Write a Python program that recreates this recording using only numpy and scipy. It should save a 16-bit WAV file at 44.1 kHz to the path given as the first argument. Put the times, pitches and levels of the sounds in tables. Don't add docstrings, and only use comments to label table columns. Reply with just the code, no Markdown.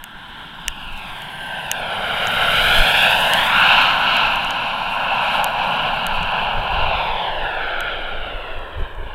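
import sys
import numpy as np
from scipy import signal
from scipy.fft import rfft, irfft, next_fast_len
from scipy.io import wavfile
from scipy.ndimage import uniform_filter1d

SR = 44100
rng = np.random.default_rng(int(sys.argv[2]) if len(sys.argv) > 2 else 0)


def generate_wav(sig):
    pcm = np.round(np.clip(np.atleast_2d(sig).T, -1, 1) * 32767).astype(np.int16)
    wavfile.write(sys.argv[1], SR, pcm)


N = 403322


def from_db(db):
    return 10 ** (np.asarray(db) / 20)


def rms_one(x):
    return x / np.sqrt(np.mean(x ** 2) + 1e-20)


def in_time(rows):
    s, *columns = np.transpose(rows)
    return [np.interp(np.arange(N) / SR, s, c) for c in columns]


def filtered(x, response, size=4096):
    length = next_fast_len(N + 2 * size)
    hz = np.maximum(np.arange(length // 2 + 1) * SR / length, 1)
    padded = np.pad(x, (size, length - N - size), mode="reflect")
    return irfft(rfft(padded) * response(hz), length)[size:size + N]


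def noise(colour):
    points_hz, points_db = np.transpose(colour)

    def response(hz):
        return from_db(np.interp(np.log(hz), np.log(points_hz), points_db))

    return rms_one(filtered(rng.standard_normal(N), response))


def drift(rate):
    return rms_one(filtered(rng.standard_normal(N), lambda hz: 1 / (1 + (hz / rate) ** 2)))


def levelled(x, size=13001):
    return x / np.sqrt(uniform_filter1d(x ** 2, size) + 1e-20)


def swells(rows):
    t = np.arange(N) / SR
    return sum(from_db(db) * np.exp(-.5 * ((t - s) / length) ** 2) for s, length, db in rows)


def hollows(hz):
    # centre in Hz, half width of the bell in Hz, depth in dB
    dips = [(380, 110, -3), (1205, 72, -12.5), (1950, 135, -10), (4450, 90, -5)]
    return from_db(sum(db * np.exp(-.5 * ((hz - centre) / width) ** 2) for centre, width, db in dips))


def over_grass(x, turn, turn_hz, dull_hz, dip_octaves, air_db_per_s=0, rear_db=0):
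    # time in seconds, lag in ms
    echo_lag = [(.45, 0.46), (.8, 0.56), (1.2, 0.83), (1.65, 0.95), (1.95, 1.21), (2.5, 1.236), (3.3, 0.93),
                (3.6, 0.64), (5.5, 0.64), (6.8, .61), (7.25, 0.81), (7.65, 1.15), (8.1, 1.217),
                (9.15, 1.64)]
    # time in seconds, centre in Hz, gain in dB (mostly a loss)
    ground_dip = [(0.6, 460, 3), (1.4, 340, -0.5), (2.3, 333, -15.5), (4.0, 422, -1), (7.0, 262, -24),
                  (8.0, 201, 3)]
    echo_strength = .58
    scatter_db, scatter_hz = 1.5, 3000
    leaving_s = 5.03
    rear_hz, rear_octaves, rear_turn_s = 487, 0.76, 1.5

    hz, s, frames = signal.stft(x, SR, nperseg=1024, noverlap=768)
    hz = np.maximum(hz, 1)[:, None]
    at = np.minimum((s * SR).astype(int), N - 1)
    lag_ms, dip_hz, dip_db = (c[at] for c in in_time(echo_lag) + in_time(ground_dip))

    phase = 2 * np.pi * hz * lag_ms / 10 ** 3 + turn * (1 - np.exp(-hz / turn_hz))
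    echo = echo_strength * np.exp(-1j * phase) / np.hypot(1, hz / dull_hz)
    comb = np.abs(1 + echo)
    dip = dip_db * np.exp(-.5 * (np.log2(hz / dip_hz) / dip_octaves) ** 2)

    patches = rng.standard_normal(frames.shape)
    for _ in range(2):
        patches = uniform_filter1d(patches, size=5, axis=0)
        patches = uniform_filter1d(patches, size=45, axis=1)
    scatter = scatter_db * rms_one(patches) * hz / np.hypot(hz, scatter_hz)

    air = air_db_per_s * np.maximum(s - leaving_s, 0) * (hz / 4000) ** 2
    throat = np.exp(-.5 * (np.log2(hz / rear_hz) / rear_octaves) ** 2)
    rear = rear_db * np.tanh((s - leaving_s) / rear_turn_s) * throat
    arriving = frames * comb * from_db(dip + scatter - air + rear)
    return signal.istft(arriving, SR, nperseg=1024, noverlap=768)[1][:N]


def exhaust(shared_db, own_db, flutter_hz):
    # frequency in Hz, relative strength in dB per Hz
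    exhaust_colour = [(30, -36), (90, -19), (180, -8.5), (500, -7.5), (830, -1), (1300, -5), (1550, -6.5),
                      (2300, -4.5), (2750, 2.5), (3150, .5), (3550, -3.5), (4100, -13.5), (4950, -22.5),
                      (5700, -32.5), (7000, -35.5), (12000, -69)]
    # time in seconds, level in dB
    plume_levels = [(0.0, -48), (1.64, -42), (2.47, -35), (3.54, -35.5), (4.93, -41), (5.86, -36),
                    (8.87, -49), (8.95, -52)]
    # time in seconds, low roar in dB, middle rush in dB, high rasp in dB
    exhaust_levels = [(0.0, -45, -42, -45.5), (0.99, -38, -40, -35), (1.25, -37.5, -40, -37),
                      (2.01, -26.5, -27, -28), (2.65, -24, -18.5, -18), (3.05, -22, -19.5, -16),
                      (3.23, -19.5, -21.5, -19), (3.54, -23, -17.5, -20), (3.79, -19, -18.5, -15.5),
                      (3.97, -22.5, -22, -23), (4.15, -21.5, -21, -17), (4.33, -24.5, -26.5, -22.5),
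                      (4.87, -25.5, -30, -28.5), (5.35, -20, -24, -22.5), (5.55, -22.5, -30.5, -27.5),
                      (5.65, -21.5, -28, -24), (6.06, -25, -27.5, -27), (6.98, -22, -31.5, -26.5),
                      (7.21, -24, -34, -28.5), (7.62, -28, -26.5, -33), (7.82, -30.5, -25.5, -30),
                      (8.2, -34, -35, -34.5), (8.99, -37.5, -41.5, -45.5), (9.15, -39, -41, -40)]
    band_edges_hz = [400, 1180, 2000]

    picked_up = filtered(noise(exhaust_colour), hollows)
    rest = over_grass(picked_up, turn=1.9, turn_hz=207, dull_hz=4200, dip_octaves=0.21,
                      air_db_per_s=1.74, rear_db=5.0)
    levels = in_time(plume_levels) + in_time(exhaust_levels)
    shared_air = drift(flutter_hz)
    out = 0
    for k, (edge, level_db) in enumerate(zip([*band_edges_hz, SR], levels)):
        band = filtered(rest, lambda hz: 1 / (1 + (hz / edge) ** 20))
        rest = rest - band
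        flutter_db = shared_db * shared_air + own_db * drift(flutter_hz)
        flutter_db = np.sqrt((k + 1) / len(levels)) * flutter_db
        out = out + levelled(band) * from_db(level_db + flutter_db)
    return out


def hiss(flutter_db, flutter_hz):
    # time in seconds, level in dB
    hiss_level = [(0.0, -67), (0.51, -63), (0.94, -56.5), (1.91, -54.5), (2.39, -42), (2.65, -36),
                  (2.9, -36.5), (3.21, -36.5), (3.79, -46), (4.69, -56.5), (5.78, -55), (9.15, -71)]
    # frequency in Hz, relative strength in dB per Hz
    hiss_colour = [(3000, -13), (5000, 1), (5700, -2.5), (6200, -2.5), (6800, -1), (8000, 2.5), (9500, 4.5),
                   (11500, 5), (13000, 3.5), (14500, -0.5), (16000, -4)]
    level_db, = in_time(hiss_level)
    arriving = over_grass(noise(hiss_colour), turn=2.2, turn_hz=220, dull_hz=900, dip_octaves=.24)
    return levelled(arriving) * from_db(level_db + flutter_db * drift(flutter_hz))


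def rotor_tone(hz, level_db, waver_hz, waver_rate, fade_db):
    phase = 2 * np.pi * np.cumsum(hz + waver_hz * drift(waver_rate)) / SR
    return np.sqrt(2) * np.sin(phase) * from_db(level_db + fade_db * drift(36))


def shaft():
    # time in seconds, pitch in Hz before waver, level in dB before fading
    shaft_curve = [(0, 1582, -49), (.9, 1605, -51.5), (1.5, 1562, -35), (1.9, 1537, -41), (2.3, 1450, -80)]
    return rotor_tone(*in_time(shaft_curve), waver_hz=6.7, waver_rate=61, fade_db=3.0)


def whine():
    # time in seconds, pitch in Hz before waver, level in dB before fading
    whine_curve = [(1.0, 10650, -80), (1.35, 10420, -59), (1.75, 9780, -60), (2.15, 10750, -57),
                   (2.7, 11420, -52), (3.0, 11160, -47), (3.7, 11100, -63), (4.85, 11010, -62),
                   (5.15, 11400, -85)]
    pass_s, turn_away_s = 2.9, .15
    front_hz, behind_hz = 110, 24
    low_ratio, low_db = .922, -3

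    hz, level_db = in_time(whine_curve)
    facing = .5 - .5 * np.tanh((np.arange(N) / SR - pass_s) / turn_away_s)
    waver_hz = behind_hz + (front_hz - behind_hz) * facing
    upper = rotor_tone(hz, level_db, waver_hz, waver_rate=236, fade_db=2.5)
    lower = rotor_tone(hz * low_ratio, level_db + low_db, waver_hz=200, waver_rate=520, fade_db=5.0)
    return upper + facing * lower


def ticks(level_db, scatter_db, spread_s):
    # start in seconds, relative strength in dB, extra brightness in dB per octave from 7 kHz,
    # extra knock of the low modes in dB
    tick_rows = [(0.04, -24.5, 7, -2), (0.6813, -7, -7, -2.5), (.976, -39, 2, -4), (1.2206, -35, 6, -4),
                 (1.7148, -5.5, -2, -5), (2.271, -18.5, -16, -6), (3.3352, -14, 5, 5), (4.1677, -26, 5, -3),
                 (4.3582, -30, 8, -4), (4.4467, -27, -6, -30), (4.507, -22.5, -4, -6), (5.4433, -13, 7, -2),
                 (6.067, -21.5, 7, 5), (6.2302, -33, -7, -6), (7.806, -24.5, 3, 3), (8.59, -48, -2, -6),
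                 (8.7989, -48, -2, -8), (8.951, -50, 0, -6)]
    # pitch in Hz, relative level in dB, time to fall by 60 dB in seconds
    body_modes = [(1760, -10.5, 0.018), (2890, 0.5, 0.0093), (4260, -10, 0.0016), (5950, -12, 0.0068),
                  (6800, -8, 0.0056), (7700, -10, 0.0052), (9030, -7.5, 0.004), (11100, -11, 0.0052),
                  (12600, -10, .0045), (15000, -22, 0.0036)]
    s, strength_db, bright_db, knock_db = np.transpose(tick_rows)
    chance = rng.standard_normal((len(s), len(body_modes)))
    late = spread_s * rng.random((len(s), len(body_modes)))
    out = np.zeros(N)
    for k, (hz, mode_db, t60) in enumerate(body_modes):
        touch_db = knock_db if hz < 5000 else bright_db * np.log2(hz / 7000)
        click_db = level_db + strength_db + mode_db + touch_db + scatter_db * chance[:, k]
        clicks = np.full(N, 1e-18)
        clicks[np.round((s + late[:, k]) * SR).astype(int)] = from_db(click_db)
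        decay = from_db(-60 / (t60 * SR))
        step = 2 * np.pi * hz / SR
        out += signal.lfilter([0, np.sin(step)], [1, -2 * decay * np.cos(step), decay * decay], clicks)
    return signal.sosfilt(signal.butter(3, 1500, "high", fs=SR, output="sos"), out)


def swishes():
    # middle in seconds, half length of the bell in seconds, peak level in dB
    strokes = [(.42, .04, -65), (1.12, .08, -58), (4.93, .03, -53), (5.234, 0.027, -53), (5.35, .04, -48),
               (5.72, 0.065, -59)]
    # frequency in Hz, relative strength in dB per Hz
    swish_colour = [(3000, -35), (6000, -11), (9000, 2), (12500, 0), (14000, -9), (16000, -22)]
    return noise(swish_colour) * swells(strokes)


def wind(lump_db, buffet_db, buffet_growth):
    # time in seconds, level in dB
    breeze = [(0, -44.5), (1.5, -44.5), (2.5, -35.5), (5.4, -39), (6.2, -32.5), (9.15, -28)]
    # middle in seconds, half length of the bell in seconds, peak level in dB
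    gusts = [(.72, 0.051, -31), (.96, 0.12, -32), (2.68, 0.12, -24.5), (2.8, 0.019, -16.5),
             (3.41, .025, -31), (3.83, .025, -28), (4.35, .04, -30), (6.22, 0.066, -20.5),
             (6.6, 0.039, -23.5), (6.87, 0.13, -21.5), (7.44, .025, -24), (7.87, .06, -30), (8.2, .08, -28),
             (8.81, 0.031, -25), (9.05, .03, -25.5)]
    # frequency in Hz, relative strength in dB per Hz
    wind_colour = [(6, -28), (15, 16), (28, -2.5), (50, -4), (100, -16.5), (200, -48.5), (400, -24.5),
                   (1000, -76)]
    # frequency in Hz, relative strength in dB per Hz
    buffet_colour = [(30, -15), (70, 4.5), (140, -6.5), (280, -13.5), (600, -63)]
    breeze_db, = in_time(breeze)
    push = np.hypot(from_db(breeze_db), swells(gusts))
    lumpy = noise(wind_colour) * from_db(lump_db * drift(9.5))
    rumble = levelled(lumpy) * push
    buffet = noise(buffet_colour) * from_db(buffet_db) * push ** buffet_growth
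    return rumble + buffet


def electronics(hiss_db):
    # pitch in Hz, level in dB
    whistle_rows = [(7865, -78), (12845, -84)]
    t = np.arange(N) / SR
    whistles = sum(np.sqrt(2) * from_db(db) * np.sin(2 * np.pi * hz * t) for hz, db in whistle_rows)
    return whistles + from_db(hiss_db) * rng.standard_normal(N)


def scene():
    jet = exhaust(shared_db=0.75, own_db=0.67, flutter_hz=5.8) + hiss(flutter_db=1.67, flutter_hz=35)
    handling = ticks(level_db=4.5, scatter_db=0.5, spread_s=.0006) + swishes()
    breeze_and_gusts = wind(lump_db=4.5, buffet_db=4.5, buffet_growth=1.85)
    camera = breeze_and_gusts + handling + electronics(hiss_db=-68)
    return (jet + shaft() + whine() + camera)[None]


def record(dry):
    cutoff_hz = 15950
    rounded = dry[0] / (1 + dry[0] ** 6) ** (1 / 6)
    return filtered(rounded, lambda hz: np.clip((cutoff_hz - hz) / 200 + .5, 0, 1))[None]


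dry = scene()
out = record(dry)
generate_wav(out)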